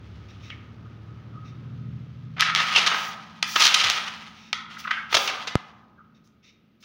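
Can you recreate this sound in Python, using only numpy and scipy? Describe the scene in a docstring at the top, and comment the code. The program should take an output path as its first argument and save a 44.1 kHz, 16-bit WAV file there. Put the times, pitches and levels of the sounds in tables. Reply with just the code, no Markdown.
"""A low hum, like an engine outside, and a faint hiss sound as a hand bends clear plastic film over a
table in a hard-walled room, close to a small microphone. The film crinkles and fingertips rub it.
The hum climbs in pitch, swells and starts to fade. From about 2.4 seconds the sheet buckles in loud
flurries and single snaps, slides over itself and paper, and flaps. Near 5.6 seconds a dry pop hits
the microphone; then the hiss drops, leaving faint rustles and the fading hum."""
import sys
import numpy as np
from scipy import signal
from scipy.fft import rfft, irfft, next_fast_len
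from scipy.io import wavfile
from scipy.ndimage import map_coordinates

SR = 44100
rng = np.random.default_rng(int(sys.argv[2]) if len(sys.argv) > 2 else 0)


def log_audio(samples):
    """Write samples as a 16-bit WAV file to the path given in sys.argv[1]."""
    # one column per channel
    frames = np.atleast_2d(samples).T
    # limit to full scale, then quantise
    limited = np.clip(frames, -1, 1)
    pcm = np.round(limited * 32767).astype(np.int16)
    wavfile.write(sys.argv[1], SR, pcm)


N = 301950


def amp(db):
    """Turn decibels into a gain."""
    return 10 ** (np.asarray(db) / 20)


def unit(x):
    """Scale x to an average (rms) level of 1."""
    return x / np.sqrt(np.mean(x ** 2) + 1e-20)


def along(points, hz):
    """Read between (Hz, value) points on a pitch scale."""
    f, v = np.transpose(points)
    return np.interp(np.log(hz + 1), np.log(f + 1), v)


def curve(rows):
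    """Join (seconds, value) points with straight lines."""
    return np.interp(np.arange(N) / SR, *np.transpose(rows))


def wobble(rate):
    """A smooth curve through `rate` random values a second."""
    steps = np.arange(0, N + 32, 32)
    knots = rng.standard_normal(int(N * rate / SR) + 4)
    return np.interp(np.arange(N), steps, map_coordinates(knots, [steps * rate / SR]))


def wander(positions):
    """Glide along a loop of random values."""
    return map_coordinates(rng.standard_normal(SR // 100), [positions], mode="wrap")


def filtered(x, response):
    """Filter x; `response` gives the gain at each frequency."""
    m = next_fast_len(N + SR // 2)
    return irfft(rfft(x, m) * response(np.fft.rfftfreq(m, 1 / SR)), m)[:N]


def coloured(x, spectrum):
    """Give x a tone colour, at an average level of 1."""
    return unit(filtered(x, lambda hz: amp(along(spectrum, hz))))


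def resonances(hz, rows):
    """The combined response of a few ringing tones."""
    return sum(amp(db) * 1j * hz * width / (centre ** 2 - hz ** 2 + 1j * hz * width)
               for centre, width, db in rows)


def add(track, s, sound):
    """Mix a sound into the track at s seconds."""
    i = max(round(s * SR), 0)
    track[i:i + len(sound)] += sound[:max(len(track) - i, 0)]


def ticks(count, rate, spread_db):
    """Random clicks of uneven size, about `rate` a second."""
    chance, sign, size = rng.random(count), rng.choice([-1, 1], count), rng.standard_normal(count)
    return (chance < rate / SR) * sign * amp(spread_db * size)


def strokes(rows):
    """The pressure of strokes that fade in and out."""
    pressure = np.zeros(N)
    for s, length, db in rows:
        add(pressure, s, amp(db) * signal.windows.tukey(int(length * SR), .5))
    return pressure


# Each row: time in seconds, engine cycles per second.
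ENGINE_SPEED = [(0, 11.7), (.6, 12), (1, 12.5), (1.5, 13.05), (1.85, 13.25), (3.3, 13.45), (4.5, 13.7),
                (6.85, 13.7)]
# Each row: time in seconds, centre of the drone in Hz.
DRONE_PITCH = [(0, 85), (1.1, 110), (1.5, 128), (2.25, 128), (2.7, 182), (4.2, 200), (6.85, 204)]
# Each row: time in seconds, level of the hum in dB.
HUM_LEVEL = [(0.0, -47), (0.74, -44), (1.18, -43.5), (1.85, -35.5), (2.52, -43), (2.71, -47.5), (3.39, -51),
             (3.91, -54), (5.0, -54), (6.85, -69)]
# The multiples of the engine speed that stand out.
STRONG_HARMONICS = (6, 9, 12, 16)

def engine(gain_db=1, rough=0.22, sharpness=5, strong_db=8, waver_db=1.5):
    """An engine's low tones pass through the walls, favouring those near a rising drone pitch."""
    speed_hz, drone_hz = curve(ENGINE_SPEED), curve(DRONE_PITCH)
    phase = 2 * np.pi * np.cumsum(speed_hz) / SR
    tone, power = np.zeros(N), np.zeros(N)
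    for k in range(5, 22):
        ratio = k * speed_hz / drone_hz
        off_centre = sharpness * (ratio - 1 / ratio)
        gain = amp(strong_db * (k in STRONG_HARMONICS)) / np.sqrt(1 + off_centre ** 2)
        tone += gain * np.sin(k * phase + rough * wobble(7) + 2 * np.pi * rng.random())
        power += gain ** 2 / 2
    return amp(curve(HUM_LEVEL) + gain_db + waver_db * wobble(7)) * tone / np.sqrt(power)


# Each row: frequency in Hz, level of the rumble there in dB.
ROAD_COLOUR = [(20, -29), (50, -14), (80, 1), (150, -0.5), (250, -4), (400, -11.5), (700, -21), (1500, -22),
               (4000, -38.5), (9000, -65.5)]
# Each row: time in seconds, level of the rumble in dB.
ROAD_LEVEL = [(0, -48), (1.6, -47), (3.3, -58.5), (5.9, -60), (6.85, -68.5)]

def road(gain_db=-1):
    """Deep noise from the road outside fades away."""
    return amp(curve(ROAD_LEVEL) + gain_db) * coloured(rng.standard_normal(N), ROAD_COLOUR)


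# Each row: frequency in Hz, level of the air noise there in dB.
AIR_COLOUR = [(15, -48), (25, -13), (195, -2.5), (607, -17.5), (1040, -31), (1260, -23), (1650, -27),
              (2550, -25), (5880, -43), (7710, -53), (16000, -42)]

def still_air(level_db=-66):
    """The room's faint, steady hush."""
    return amp(level_db) * coloured(rng.standard_normal(N), AIR_COLOUR)


# The hand bends the sheet. Each row: start in seconds, length in seconds, strength in dB.
HAND_BENDS = [(0, 0.54, -58), (2.533, 0.42, -26), (3.199, .25, -56), (3.554, 0.39, -22), (4.13, 0.23, -53),
              (4.684, 0.28, -44.5), (5.093, 0.31, -34.5)]

def bending(attack_s=.03, fade_db_per_s=82.5):
    """Each spell of crinkling builds quickly, holds, then dies away like a room echo."""
    t = np.arange(N) / SR
    level = np.zeros(N)
    for s, length, db in HAND_BENDS:
        onset = np.clip((t - s) / attack_s, 0, 1)
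        level += onset * amp(db - fade_db_per_s * np.maximum(t - s - length, 0))
    return level


def body_band(hz):
    """Pick out the film's low tones: 1 below 650 Hz, 0 above 1300 Hz."""
    return np.clip(np.log2(1300 / hz), 0, 1)


# The tone of buckling film. Each row: frequency in Hz, level in dB.
FILM_COLOUR = [(60, -48), (200, -17.5), (450, -11), (800, -3.5), (1300, -1.5), (2000, 1.5), (3200, 2),
               (4500, -4.5), (6200, -10), (7800, -27), (10000, -28.5), (13500, -43), (16000, -38)]

def crinkling(gain_db=-4, flutter_db=2.5, body_db=-3,
              background_db=-61.5, drop_s=5.6, quiet_background_db=-75):
    """Tiny buckles spurt as the sheet bends, over a faint background hiss that drops after the pop."""
    background = amp(np.where(np.arange(N) / SR < drop_s, background_db, quiet_background_db))
    spurts = bending() * amp(flutter_db * wobble(51))
    grains = ticks(N, rate=5000, spread_db=4)
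    grains = filtered(grains, lambda hz: amp(body_db * body_band(hz + 1)))
    return coloured(grains, FILM_COLOUR) * np.hypot(spurts, background) * amp(gain_db)


# The sheet slides. Each row: start in seconds, length in seconds, level in dB.
SHEET_SLIDES = [(2.92, 0.21, -45.5), (3.44, 0.29, -35), (4.78, 0.037, -43.5), (5.1, 0.2, -36),
                (6.235, 0.046, -69), (6.8, 0.039, -63.5)]
# Each row: frequency in Hz, level of the hiss there in dB.
SLIDE_COLOUR = [(300, -31.5), (2000, 2.5), (6000, 12.5), (8000, -8), (10000, -5.5), (13300, -14.5),
                (15000, -3.5), (16000, 5)]

def sliding(bend_db=-24, finger_db=-17):
    """Friction hisses as the sheet bends, is dragged by fingers or slides over itself and paper."""
    drag = amp(bend_db) * bending() + amp(finger_db) * strokes(FINGER_RUBS)
    return (strokes(SHEET_SLIDES) + drag) * coloured(rng.standard_normal(N), SLIDE_COLOUR)


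# Fingertips rub the film. Each row: start in seconds, length in seconds, level in dB.
FINGER_RUBS = [(.28, 0.036, -55.5), (0.416, 0.088, -53), (1.44, 0.077, -59), (4.35, 0.18, -55.5),
               (6.14, 0.048, -68), (6.422, 0.096, -58)]
# Each row: frequency in Hz, level of the rubbing there in dB.
RUB_COLOUR = [(500, -27), (1800, 2.5), (2600, 8), (6200, 2.5), (8000, -21), (16000, -32.5)]
# Where rubbed film rings. Each row: pitch in Hz, width in Hz, strength in dB.
SQUEAK_TONES = [(2175, 330, 0.5), (2550, 230, -0.5), (3700, 140, 8), (5500, 320, 2.5)]

def fingertips(squeak_db=5):
    """Friction from fingertips brings out a few soft, squeaky tones."""
    friction = coloured(ticks(N, rate=5400, spread_db=1), RUB_COLOUR)
    squeaky = filtered(friction, lambda hz: 1 + amp(squeak_db) * resonances(hz, SQUEAK_TONES))
    return strokes(FINGER_RUBS) * unit(squeaky)


# Each row: start in seconds, length in seconds, level in dB, starting pitch in Hz.
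RINGING_FLEXES = [(0.497, .02, -42, 3100), (0.506, 0.033, -46, 2236), (0.85, 0.022, -59, 1396),
                  (1.319, 0.086, -57, 1349), (2.748, .036, -18, 3080), (4.767, 0.011, -40, 1765),
                  (4.839, 0.014, -40.5, 2540), (4.848, 0.013, -35, 1523), (4.907, 0.008, -24.5, 1904),
                  (4.966, 0.031, -36.5, 1795), (5.974, .04, -57, 1482)]

def flexes(purity=.17, rise=0.24, sag=.13):
    """A broad bend rings and sags in pitch as the curve opens; a slow bend rings more purely."""
    track = np.zeros(N)
    for s, length, db, hz in RINGING_FLEXES:
        progress = np.arange(int(2 * length * SR)) / (length * SR)
        cycles = np.cumsum(hz * (1 - sag * np.minimum(progress, 1))) / SR
        drift = cycles / np.sqrt(purity * hz * length)
        grain = wander(drift) + 1j * wander(drift)  # blurs the tone into a narrow band of noise
        swell = (1 - np.exp(-progress / rise)) * np.exp(-progress ** 4)
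        ring = np.real(grain * np.exp(2j * np.pi * cycles)) * swell
        add(track, s, amp(db) * ring / ring[progress < 1].std())
    return track


def buckle(tilt_db, body_db, sheen_db, size=512):
    """The click of one buckle: small patches of film sound bright, wide ones have body."""
    hz = np.fft.rfftfreq(size, 1 / SR) + 1
    tilt = tilt_db * np.log2(np.clip(hz, 1500, 7000) / 2800)
    sheen = sheen_db * np.clip(np.log2(hz / 5000), 0, 1)
    spectrum = amp(along(FILM_COLOUR, hz) + tilt + body_db * body_band(hz) + sheen)
    # Pack the sound into the start of the click (minimum phase).
    cepstrum = irfft(np.log(spectrum))
    cepstrum[1:size // 2] *= 2
    cepstrum[size // 2 + 1:] = 0
    return irfft(np.exp(rfft(cepstrum)))


# Each row: start in seconds, peak level in dB, tilt towards the treble in dB per octave.
CREASE_SNAPS = [(0.503, -26, -3), (2.4084, 2.5, 6.5), (2.5499, -1, 4), (2.5608, -6, 1.5), (3.6155, -3, 0.5),
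                (3.6219, 0, 5.5), (3.6549, 1, 7.5), (3.6775, -1.5, 5), (3.9, -0.5, 10.5),
                (4.5296, -6.5, 2.5), (5.1439, -5, -5), (5.1692, -7, 5.5), (6.2755, -48, 21)]

def snaps(spread_s=.0004, bounce_s=0.00055, bounce=0.13, size=1024):
    """A crease flips in one sharp pulse; its treble crosses the sheet first and the table reflects it."""
    track, hz = np.zeros(N), np.fft.rfftfreq(size, 1 / SR)
    travel = np.exp(-4j * np.pi * spread_s * np.sqrt(1000 * hz))
    table_echo = 1 + bounce * np.exp(-2j * np.pi * hz * bounce_s)
    for s, db, tilt_db in CREASE_SNAPS:
        click = buckle(tilt_db, body_db=-14.5, sheen_db=-5)
        pulse = irfft(rfft(click, size) * travel * table_echo)[:size // 2]
        add(track, s, amp(db) * pulse / np.abs(pulse).max())
    return track


# Each row: start in seconds, length in seconds, level in dB, tilt towards the treble in dB per
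# octave, boost of the low tones in dB.
FOLD_FLURRIES = [(2.364, 0.026, -36.5, -9, -1.5), (2.394, 0.013, -20, -0.5, -13),
                 (2.404, 0.027, -19, -5, -17), (2.449, 0.059, -27, -3, -7.5),
                 (2.556, 0.062, -22.5, -2.5, -9.5), (2.753, 0.042, -17, 2.5, 0),
                 (2.862, 0.016, -15.5, 3, -2), (2.911, 0.037, -24, -6, -0.5),
                 (3.426, 0.0029, -13.5, 3.5, -6), (3.555, 0.016, -16, .5, 0), (3.589, 0.081, -16, 8, 0.5),
                 (3.742, 0.0069, -9.5, 8, -6.5), (3.78, 0.038, -22, 4.5, -8.5),
                 (3.839, 0.011, -17.5, 5, -6), (4.529, 0.0034, -20, -1, -5.5),
                 (4.872, .01, -27, -12.5, -16), (4.907, 0.011, -20.5, -5, -11.5),
                 (5.126, 0.0055, -18.5, -0.5, 6.5), (5.143, 0.011, -12.5, 8, 12.5),
                 (5.166, 0.0091, -16, 3.5, 12.5), (5.275, 0.0077, -20, 3, -4), (5.284, .02, -27, -2, 1.5),
                 (5.471, 0.015, -27, 2, 1), (6.825, 0.014, -50.5, 5.5, -11)]

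def flurries(extra_body_db, gain_db=-2, rise=0.12, fall_s=0.0019, droop_db=2, clump_db=3, clump_hz=170):
    """A fold runs across the sheet and sets off a quick chain of buckles, which come in clumps."""
    track = np.zeros(N)
    for s, length, db, tilt_db, body_db in FOLD_FLURRIES:
        t = np.arange(int((length + .04) * SR)) / SR
        swell = (1 - np.exp(-t / (rise * length))) * amp(-droop_db * t / length)
        release = np.exp(-np.maximum(t - length, 0) / fall_s)
        clumps = amp(clump_db * wander(t * clump_hz))
        kicks = ticks(SR // 2, rate=5000, spread_db=2.5)[:len(t)]
        click = buckle(tilt_db, body_db + extra_body_db, sheen_db=-3)
        chain = signal.fftconvolve(kicks * swell * release * clumps, click)
        add(track, s, amp(db + gain_db) * chain / chain[:int(length * SR)].std())
    return track


# Each row: start in seconds, starting pitch in Hz, level in dB, fade time in seconds.
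SHEET_FLAPS = [(3.841, 127, -40, 0.012), (3.878, 91, -45, 0.011), (5.146, 138, -35.5, 0.0042)]

def flaps(sag=0.33):
    """The whole sheet swings over and pushes air: a soft, low wobble that sags in pitch."""
    track, t = np.zeros(N), np.arange(SR // 5) / SR
    for s, hz, db, decay_s in SHEET_FLAPS:
        phase = 2 * np.pi * np.cumsum(hz * (1 - sag * t / (t + 2 * decay_s))) / SR
        swell = t / decay_s * np.exp(1 - t / decay_s)
        add(track, s, amp(db) * swell * np.sin(phase))
    return track


def pop(start_s=5.5549, gain_db=-1.3, spike_s=0.00093, swing_hz=97, swing_s=0.0031, dull_hz=5500):
    """A dry pop at the microphone: a pressure spike, then a low swing that dies almost at once."""
    track, t = np.zeros(N), np.arange(SR // 10) / SR
    spike = 1.02 * np.exp(-t / spike_s)
    swing = np.exp(-t / swing_s) * np.sin(2 * np.pi * swing_hz * t)
    add(track, start_s, amp(gain_db) * (spike - swing))
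    return signal.sosfilt(signal.butter(2, dull_hz, fs=SR, output="sos"), track)


# Each row: frequency in Hz, seconds for the echo to fade by 60 dB.
ECHO_TIMES = [(150, 1.1), (400, 0.96), (900, 1.34), (2000, 0.64), (5500, 0.34), (9000, 0.36), (15000, 0.27)]

def room(x, early_db=1, early_s=0.016, gap_s=0.003, block=8192):
    """Hard walls give early echoes, then a long tail that loses its treble first."""
    wet = np.zeros(N)
    hz, t, _ = signal.stft(np.zeros(SR), SR, nperseg=256)
    decay = amp(-60 * t / along(ECHO_TIMES, hz)[:, None] + early_db * np.exp(-t / early_s))
    build_up = 1 - np.exp(-np.arange(SR) / SR / gap_s)
    for i in range(0, N, block):  # fresh echoes for each block, because the sheet moves
        noise = rng.standard_normal(decay.shape) + 1j * rng.standard_normal(decay.shape)
        tail = build_up * signal.istft(decay * noise, SR, nperseg=256)[1][:SR]
        add(wet, i / SR, signal.fftconvolve(x[i:i + block], tail / np.linalg.norm(tail)))
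    return wet


def scene(echo_db=-5, flex_echo_db=-4, crinkle_echo_db=-6):
    """The film and its echoes over hum, road and air; flexes and crinkles carry less far."""
    sharp = snaps() + sliding() + fingertips()
    rings, crinkle = flexes(), crinkling()
    far_side = flurries(extra_body_db=-2.5)  # the sheet's far side sends thinner flurries to the walls
    into_room = far_side + sharp + amp(flex_echo_db) * rings + amp(crinkle_echo_db) * crinkle
    ambience = amp(echo_db) * room(into_room) + still_air()
    film = flurries(extra_body_db=0.5) + sharp + rings + crinkle + flaps()
    return (film + ambience + pop() + engine() + road())[None]


# Where the microphone rings. Each row: pitch in Hz, width in Hz, strength in dB.
MIC_TONES = [(1261, 55, 7), (15100, 900, 0)]

def record(dry, low_cut_hz=32, ceiling=.9, top_hz=15750):
    """The microphone sheds deep bass, rings a little, rounds tall peaks and cuts the highest treble."""
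    x = filtered(dry[0], lambda hz: 1j * hz / (low_cut_hz + 1j * hz) * (1 + resonances(hz, MIC_TONES)))
    rounded = x / (1 + np.abs(x / ceiling) ** 6) ** (1 / 6)
    return filtered(rounded, lambda hz: 1 / np.sqrt(1 + (hz / top_hz) ** 200))[None]


dry = scene()
out = record(dry)
log_audio(out)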